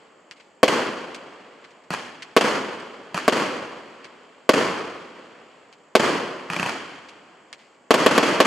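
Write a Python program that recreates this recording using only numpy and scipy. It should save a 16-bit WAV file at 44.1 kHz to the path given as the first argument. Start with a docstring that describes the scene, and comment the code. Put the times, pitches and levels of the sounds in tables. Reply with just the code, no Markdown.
"""A faint outdoor hush at night, with the last of a firework's echo rolling away. Heard from a yard,
on a camera microphone: a cake's mortar tubes thump, and the shells burst overhead with hard bangs
that overload it. Each bang comes back off the ground, off a house wall and then as a long roll
from trees and roofs. The stars sizzle as they burn, and small sharp ticks, like falling shell
scraps, sound in between."""
import sys
import numpy as np
from scipy import signal
from scipy.fft import rfft, irfft, next_fast_len
from scipy.io import wavfile
from scipy.ndimage import uniform_filter1d, minimum_filter1d

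SR = 44100
rng = np.random.default_rng(int(sys.argv[2]) if len(sys.argv) > 2 else 0)


def to_wav(sig):
    """Store sig (one row per channel, or 1-D mono) as 16-bit WAV at the path in sys.argv[1].

    Samples outside -1..1 are clipped; the rate is SR.
    """
    pcm = np.clip(np.atleast_2d(sig), -1, 1) * 32767
    pcm = np.round(pcm).astype(np.int16)
    wavfile.write(sys.argv[1], SR, pcm.T)  # frames by channels


N = 373086
SHORT, LONG = SR // 5, 2 * SR  # samples in a near sound and in a distant roll


def amp(db):
    """Decibels to gain."""
    return 10 ** (np.asarray(db) / 20)


def unit(x):
    """Scale to rms 1."""
    return x / np.sqrt(np.mean(x ** 2) + 1e-20)


def along(points, hz):
    """Read (Hz, value) points on a log frequency axis."""
    point_hz, values = np.transpose(points)
    return np.interp(np.log(hz + 1), np.log(point_hz + 1), values)


def add(track, s, sound):
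    """Mix a sound into a track from time s, which may lie before the start."""
    start = round(s * SR)
    sound = sound[..., max(-start, 0):]
    part = track[..., max(start, 0):][..., :sound.shape[-1]]
    part += sound[..., :part.shape[-1]]


def colour(x, spectrum):
    """Minimum-phase filter through (Hz, dB) points: nothing rings ahead of an attack."""
    size = 2 * next_fast_len(x.shape[-1] // 2 + SR // 20)
    gain = amp(along(spectrum, np.fft.rfftfreq(size, 1 / SR)))
    cepstrum = irfft(np.log(gain + 1e-6))
    cepstrum[1:size // 2] *= 2
    cepstrum[size // 2 + 1:] = 0
    return irfft(rfft(x, size) * np.exp(rfft(cepstrum)), size)[..., :x.shape[-1]]


# Stereo width: the microphone's close ports hear the bass alike.
# Each row: frequency in Hz, side level in dB.
STEREO_WIDTH = [(120, -12.5), (300, -3.5), (1000, 0.5), (2500, -1), (5000, 5), (9000, -10.5)]

def noise(spectrum, size, side_db, grain_db=0):
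    """Stereo noise of rms 1; grain lets single spikes stand out."""
    hz = np.fft.rfftfreq(size, 1 / SR)
    white = rng.standard_normal((2, size)) * amp(grain_db * rng.standard_normal(size))
    mid_gain = amp(along(spectrum, hz))
    side_gain = mid_gain * amp(side_db + along(STEREO_WIDTH, hz))
    mid, side = irfft(rfft(white) * [mid_gain, side_gain], size)
    return unit(np.array([mid + side, mid - side]))


def scatter(spectrum, t60, rise, side_db, grain_db=0):
    """A short cluster of reflections that swells and dies; t60 and rise are in seconds."""
    t = np.arange(SHORT) / SR
    envelope = amp(-60 * t / t60) * (1 - np.exp(-t / rise))
    white = noise([(0, 0)], SHORT, side_db, grain_db)
    cluster = colour(white * envelope, spectrum)
    return unit(cluster) * np.sqrt(np.mean(envelope ** 2))


# The night all around, and the camera's own hiss. Each row: frequency in Hz, relative level in dB.
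HUSH_SPECTRUM = [(30, -27), (100, -14), (220, -3), (450, -2), (800, -5.5), (1300, -12), (2100, -15),
                 (3200, -20.5), (3800, -27.5), (6300, -27), (8200, -27), (9200, -46), (13000, -47),
                 (16000, -63)]
HISS_SPECTRUM = [(5500, -54), (6700, -6), (7300, -2), (8150, -8), (8700, -18), (10000, -49)]

def hush_and_hiss(hush_db=-56.3, hiss_db=-70.3, buzz_hz=60):
    """The steady outdoor hush and the camera's thin, buzzing hiss."""
    t = np.arange(N) / SR
    hush = noise(HUSH_SPECTRUM, next_fast_len(N), side_db=-8)[:, :N]
    hiss = noise(HISS_SPECTRUM, next_fast_len(N), side_db=-11.5)[:, :N]
    buzz = 1 + .35 * np.sin(2 * np.pi * buzz_hz * t)
    return amp(hush_db) * hush + amp(hiss_db) * hiss * buzz


# How echoes fade in the open air. Each row: frequency in Hz, seconds to fall by 60 dB.
OUTDOOR_DECAY = [(60, 1.3), (200, 0.9), (440, 1.19), (800, 1.19), (1500, 1.1), (3000, 1.07), (6000, 0.79),
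                 (9000, 0.69), (14000, 0.49)]

def distant_roll(spectrum, swell_s, far_db, side_db, lumpy_db):
    """Echoes of trees and roofs: they gather until the swell time, then fade in lumps, treble first."""
    hz, t, bands = signal.stft(noise(spectrum, LONG, side_db, grain_db=3), SR, nperseg=256)
    fade_db = -60 * np.maximum(t - swell_s, 0) / along(OUTDOOR_DECAY, hz)[:, None]
    far_echoes = amp(far_db + 0.38 * fade_db)  # these linger
    gain = np.minimum(t / swell_s, 1) ** 2 * np.hypot(amp(fade_db), far_echoes)
    lumps = unit(uniform_filter1d(rng.standard_normal(len(t)), size=5))
    return signal.istft(bands * gain * amp(lumpy_db * lumps), SR, nperseg=256)[1]


def blast_wave(push_s, low_hz):
    """A sudden push of air and a longer suction, without the deepest bass."""
    age = np.arange(SHORT) / SR / push_s
    pressure = (1 - age) * np.exp(-age)
    return signal.sosfilt(signal.butter(2, low_hz, "high", fs=SR, output="sos"), pressure)


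# Shells overhead, the first already rolling away at the start. Each row: start in seconds,
# relative blast level in dB, relative echo level in dB, house wall delay in seconds.
SHELLS = [(-1.12, 0, 0, .043), (0.6309, 4.5, -.2, .046), (2.3652, 2, -.2, .042), (3.2797, -1, -1.6, .042),
          (4.4918, 2, 0, .042), (5.9522, 1.5, .2, .042), (7.9070, 1.5, -1, .037),
          (7.9410, -5.5, -8.5, .043), (8.0627, .5, -1, .046), (8.179, -1, -.3, .048),
          (8.4024, 2.5, 1, .046)]
# Hard surfaces near the microphone. Each row: delay in seconds, level in dB.
NEAR_SURFACES = [(.0019, -8), (.0029, -18), (0.013, -25.5), (0.0273, -23.5)]
# What the blast sets ringing close by. Each row: pitch in Hz, level in dB, seconds to fall by 60 dB.
RATTLE_MODES = [(295, -16, 0.084), (506.4, -9.5, 0.084), (620, -15, 0.092), (1105, -12, 0.04),
                (1490, -14, 0.029), (3280, -35, 0.02)]
# The tone of each path to the microphone. 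Each row: frequency in Hz, relative level in dB.
FLIGHT_FILTER = [(40, -34), (120, -11.5), (220, 1.5), (330, 1), (700, -4.5), (1150, -1.5), (3000, -5.5),
                 (7000, -1), (11000, -2), (13000, -3.5), (16000, -25)]  # what is left of the blast after its flight
BOUNCE_FILTER = [(2000, 0), (5000, 7), (9000, -10), (14000, -2)]  # rough surfaces return less of the top treble
CRACK_SPECTRUM = [(29, -49), (50, -41.5), (461, 2.5), (586, -3), (1330, -15.5), (2060, -14), (3410, -16),
                  (3850, -19), (4560, -23.5), (5670, -23), (6870, -23.5), (12600, -44), (16000, -57)]  # the scatter right behind the blast
ECHO_SPECTRUM = [(21, -65), (35, -44), (76, -18.5), (151, -7.5), (227, -0.5), (490, -0.5), (684, -8),
                 (1110, -7.5), (3100, -15.5), (3710, -21), (6870, -21.5), (12400, -40), (14800, -56),
                 (16000, -90)]  # house wall, trees and roofs
SNAP_SPECTRUM = [(300, -17), (1200, -11), (2200, -1), (3200, -5.5), (5500, -10), (8000, -14), (12000, -40),
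                 (16000, -42)]  # the bright slap off the eaves; the ticks share it

def shell_bursts(wall_db=-10.8, eaves_db=-23.5, roll_db=-18.8):
    """Each shell's shock arrives, bounces near the microphone, slaps off the house and rolls away."""
    out, t = np.zeros((2, N)), np.arange(SHORT) / SR
    ground_delay_s, ground_db, eaves_delay_s = .0045, -1, .0125
    for s, db, echo_db, wall_delay_s in SHELLS:
        blast = blast_wave(push_s=0.00062 * amp(rng.normal(0, .6)), low_hz=199)
        direct = amp(db + 8) * colour(blast, FLIGHT_FILTER)
        bounces = [(delay, amp(level) * colour(direct, BOUNCE_FILTER)) for delay, level in NEAR_SURFACES]
        for delay, sound in [(0.00014, direct)] + bounces:  # each comes straight and off the ground
            arrival = s + delay * (1 + rng.normal(0, 0.017))
            add(out, arrival, sound)
            add(out, arrival + ground_delay_s, amp(ground_db) * sound)
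        rattle = sum(amp(level + rng.normal(0, 0.49) - 60 * t / t60) * np.cos(2 * np.pi * hz * t)
                     for hz, level, t60 in RATTLE_MODES)
        add(out, s, amp(db - 3) * rattle * (1 - np.exp(-t / 0.0014)))
        crack = scatter(CRACK_SPECTRUM, t60=0.094, rise=.0006, side_db=-9, grain_db=7.5)
        add(out, s, amp(db - 9.5) * crack)
        wall = scatter(ECHO_SPECTRUM, t60=0.095, rise=0.003, side_db=-11.5, grain_db=7)
        add(out, s + wall_delay_s, amp(echo_db + wall_db) * wall)
        eaves = scatter(SNAP_SPECTRUM, t60=0.0073, rise=.0002, side_db=-4)
        add(out, s + wall_delay_s + eaves_delay_s, amp(echo_db + eaves_db) * eaves)
        roll = distant_roll(ECHO_SPECTRUM, swell_s=.092, far_db=-14, side_db=-8.5, lumpy_db=0.84)
        add(out, s, amp(echo_db + roll_db) * roll)
    return out


# Burning stars, heard from the ground. Each row: frequency in Hz, relative level in dB.
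SIZZLE_SPECTRUM = [(300, -20), (1000, -3), (2200, 0), (3200, -4), (4500, -12), (8000, -20), (13000, -45)]

def burning_stars(level_db=-59.5, burn_s=1.05, fade_s=.2):
    """The stars of every shell sizzle faintly for the same time, then go out."""
    t = np.arange(N) / SR
    power = sum(np.clip((s + burn_s - t) / fade_s + 1, 0, 1) * (t > s) for s, *_ in SHELLS)
    sizzle = noise(SIZZLE_SPECTRUM, next_fast_len(N), side_db=-9, grain_db=6)[:, :N]
    return amp(level_db) * np.sqrt(power) * sizzle


# The ticks that reach the microphone most clearly. Each row: start in seconds, level in dB,
# relative scatter level in dB, brightness in dB per octave.
CLEAR_TICKS = [(.3115, -24.5, -9.5, -.5), (0.399, -41.5, 0, -2), (1.145, -36.5, 7.5, 3.5),
               (1.6411, -41.5, 4.5, -3), (2.2220, -26, -1.5, -.5), (2.798, -36, 0, 1),
               (4.0433, -34.5, 2, -2), (5.727, -36, -7.5, 0), (7.0862, -38, 1.5, 1.5),
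               (7.5286, -22.5, -10, 0)]

def ticks(faint_count=4, faint_db=-47, pivot_hz=3000):
    """Dry, bright snaps with a short scatter and a faint echo; a few weaker ones fall at random."""
    out = np.zeros((2, N))
    faint_ticks = [(rng.uniform(0, N / SR), rng.normal(faint_db, 2), -3, 2) for _ in range(faint_count)]
    for s, db, scatter_db, brightness in CLEAR_TICKS + faint_ticks:
        spectrum = [(hz, level + brightness * np.log2(hz / pivot_hz)) for hz, level in SNAP_SPECTRUM]
        snap = scatter(spectrum, t60=0.0048, rise=.0001, side_db=-9)
        add(out, s, amp(db) * snap)
        reflections = scatter(spectrum, t60=0.07, rise=0.003, side_db=-9, grain_db=9)
        add(out, s, amp(db + scatter_db - 1.5) * reflections)
        echo = scatter(spectrum, t60=0.64, rise=0.0053, side_db=-9, grain_db=8)
        add(out, s + 0.048, amp(db - 31) * echo)
    return out


# Lift charges in the tubes: two single shots, then a quick volley.
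# Each row: start in seconds, relative level in dB, muzzle ring level in dB.
LIFT_CHARGES = [(1.9050, 1, -32), (3.1444, 2, -30), (6.5009, -0.5, -16.5), (6.5640, -1, -18),
                (6.5971, -1.5, -16), (6.629, -1, -18), (6.6615, -.5, -22)]
# Yard walls that answer the tubes. Each row: delay in seconds, relative level in dB.
YARD_WALLS = [(.025, -7), (.032, 0), (0.0416, -5.5)]
# The puff at the tube and its roll from afar. Each row: frequency in Hz, relative level in dB.
PUFF_SPECTRUM = [(29, -47), (50, -21), (175, 0.5), (483, -7.5), (950, -0.5), (1910, -4), (2160, -16),
                 (2380, -4), (3760, -17.5), (4350, -16.5), (6240, -15.5), (11700, -29), (16000, -63)]
LIFT_ROLL_SPECTRUM = [(29, -48), (50, -15.5), (279, 2), (460, -3.5), (1790, -6), (3100, -9.5), (3760, -16),
                      (6990, -16), (11800, -35), (15000, -62)]

def mortar_tubes(tube_hz=174, tube_t60=.085, muzzle_hz=2490, muzzle_t60=.018):
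    """A lift charge cracks, the muzzle rings, the tube hums at its pipe pitch, and the yard answers."""
    out, t = np.zeros((2, N)), np.arange(SHORT) / SR
    hum = np.sin(2 * np.pi * tube_hz * t) * amp(-60 * t / tube_t60) * (1 - np.exp(-t / .002))
    for s, db, ring_db in LIFT_CHARGES:
        ring_hz = rng.normal(muzzle_hz, 70)  # the tubes ring nearly alike
        ring = amp(ring_db) * np.sin(2 * np.pi * ring_hz * t) * amp(-60 * t / muzzle_t60)
        pop = amp(db - 18.5) * blast_wave(push_s=0.00027, low_hz=300) + amp(db) * ring
        add(out, s, pop + amp(db - 21) * hum)
        puff = scatter(PUFF_SPECTRUM, t60=.025, rise=0.00021, side_db=-16)
        add(out, s, amp(db - 21) * puff)
        puff_tail = scatter(PUFF_SPECTRUM, t60=0.19, rise=0.012, side_db=-9.5, grain_db=3)
        add(out, s, amp(db - 24.5) * puff_tail)
        for delay, echo_db in YARD_WALLS:
            slap = scatter(PUFF_SPECTRUM, t60=0.022, rise=.0005, side_db=-10, grain_db=2)
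            add(out, s + delay, amp(db + echo_db - 17) * slap + amp(echo_db - 8.5) * pop)
        roll = distant_roll(LIFT_ROLL_SPECTRUM, swell_s=0.05, far_db=-13, side_db=-8, lumpy_db=1)
        add(out, s, amp(db - 34) * roll)
    return out


def scene():
    """Everything that reaches the microphone in the yard."""
    return shell_bursts() + burning_stars() + mortar_tubes() + ticks() + hush_and_hiss()


# The camera microphone's response. Each row: frequency in Hz, gain in dB.
MIC_RESPONSE = [(100, -4), (380, -0.5), (500, -0.5), (640, 1), (800, 0), (1120, 3), (1350, 1.5), (2600, 1),
                (3250, 3), (3700, -3), (4500, 3), (5400, -2.5)]

def record(dry):
    """The microphone colours the sound, a fast limiter squashes the bangs, and bass and top are cut."""
    limit, ceiling, hardness = 1.81, .93, 6
    bass_hz, top_hz = 80, 16900
    x = colour(dry, MIC_RESPONSE)
    needed_gain = np.minimum(1, limit / (np.abs(x).max(axis=0) + 1e-9))
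    x = x * uniform_filter1d(minimum_filter1d(needed_gain, size=221), size=221)  # 5 ms hold and ramp
    x = x / (1 + np.abs(x / ceiling) ** hardness) ** (1 / hardness)  # the overload rounds off the peaks
    x = signal.sosfilt(signal.butter(2, bass_hz, "high", fs=SR, output="sos"), x)
    return signal.sosfilt(signal.cheby2(12, 80, top_hz, fs=SR, output="sos"), x)


dry = scene()
out = record(dry)
to_wav(out)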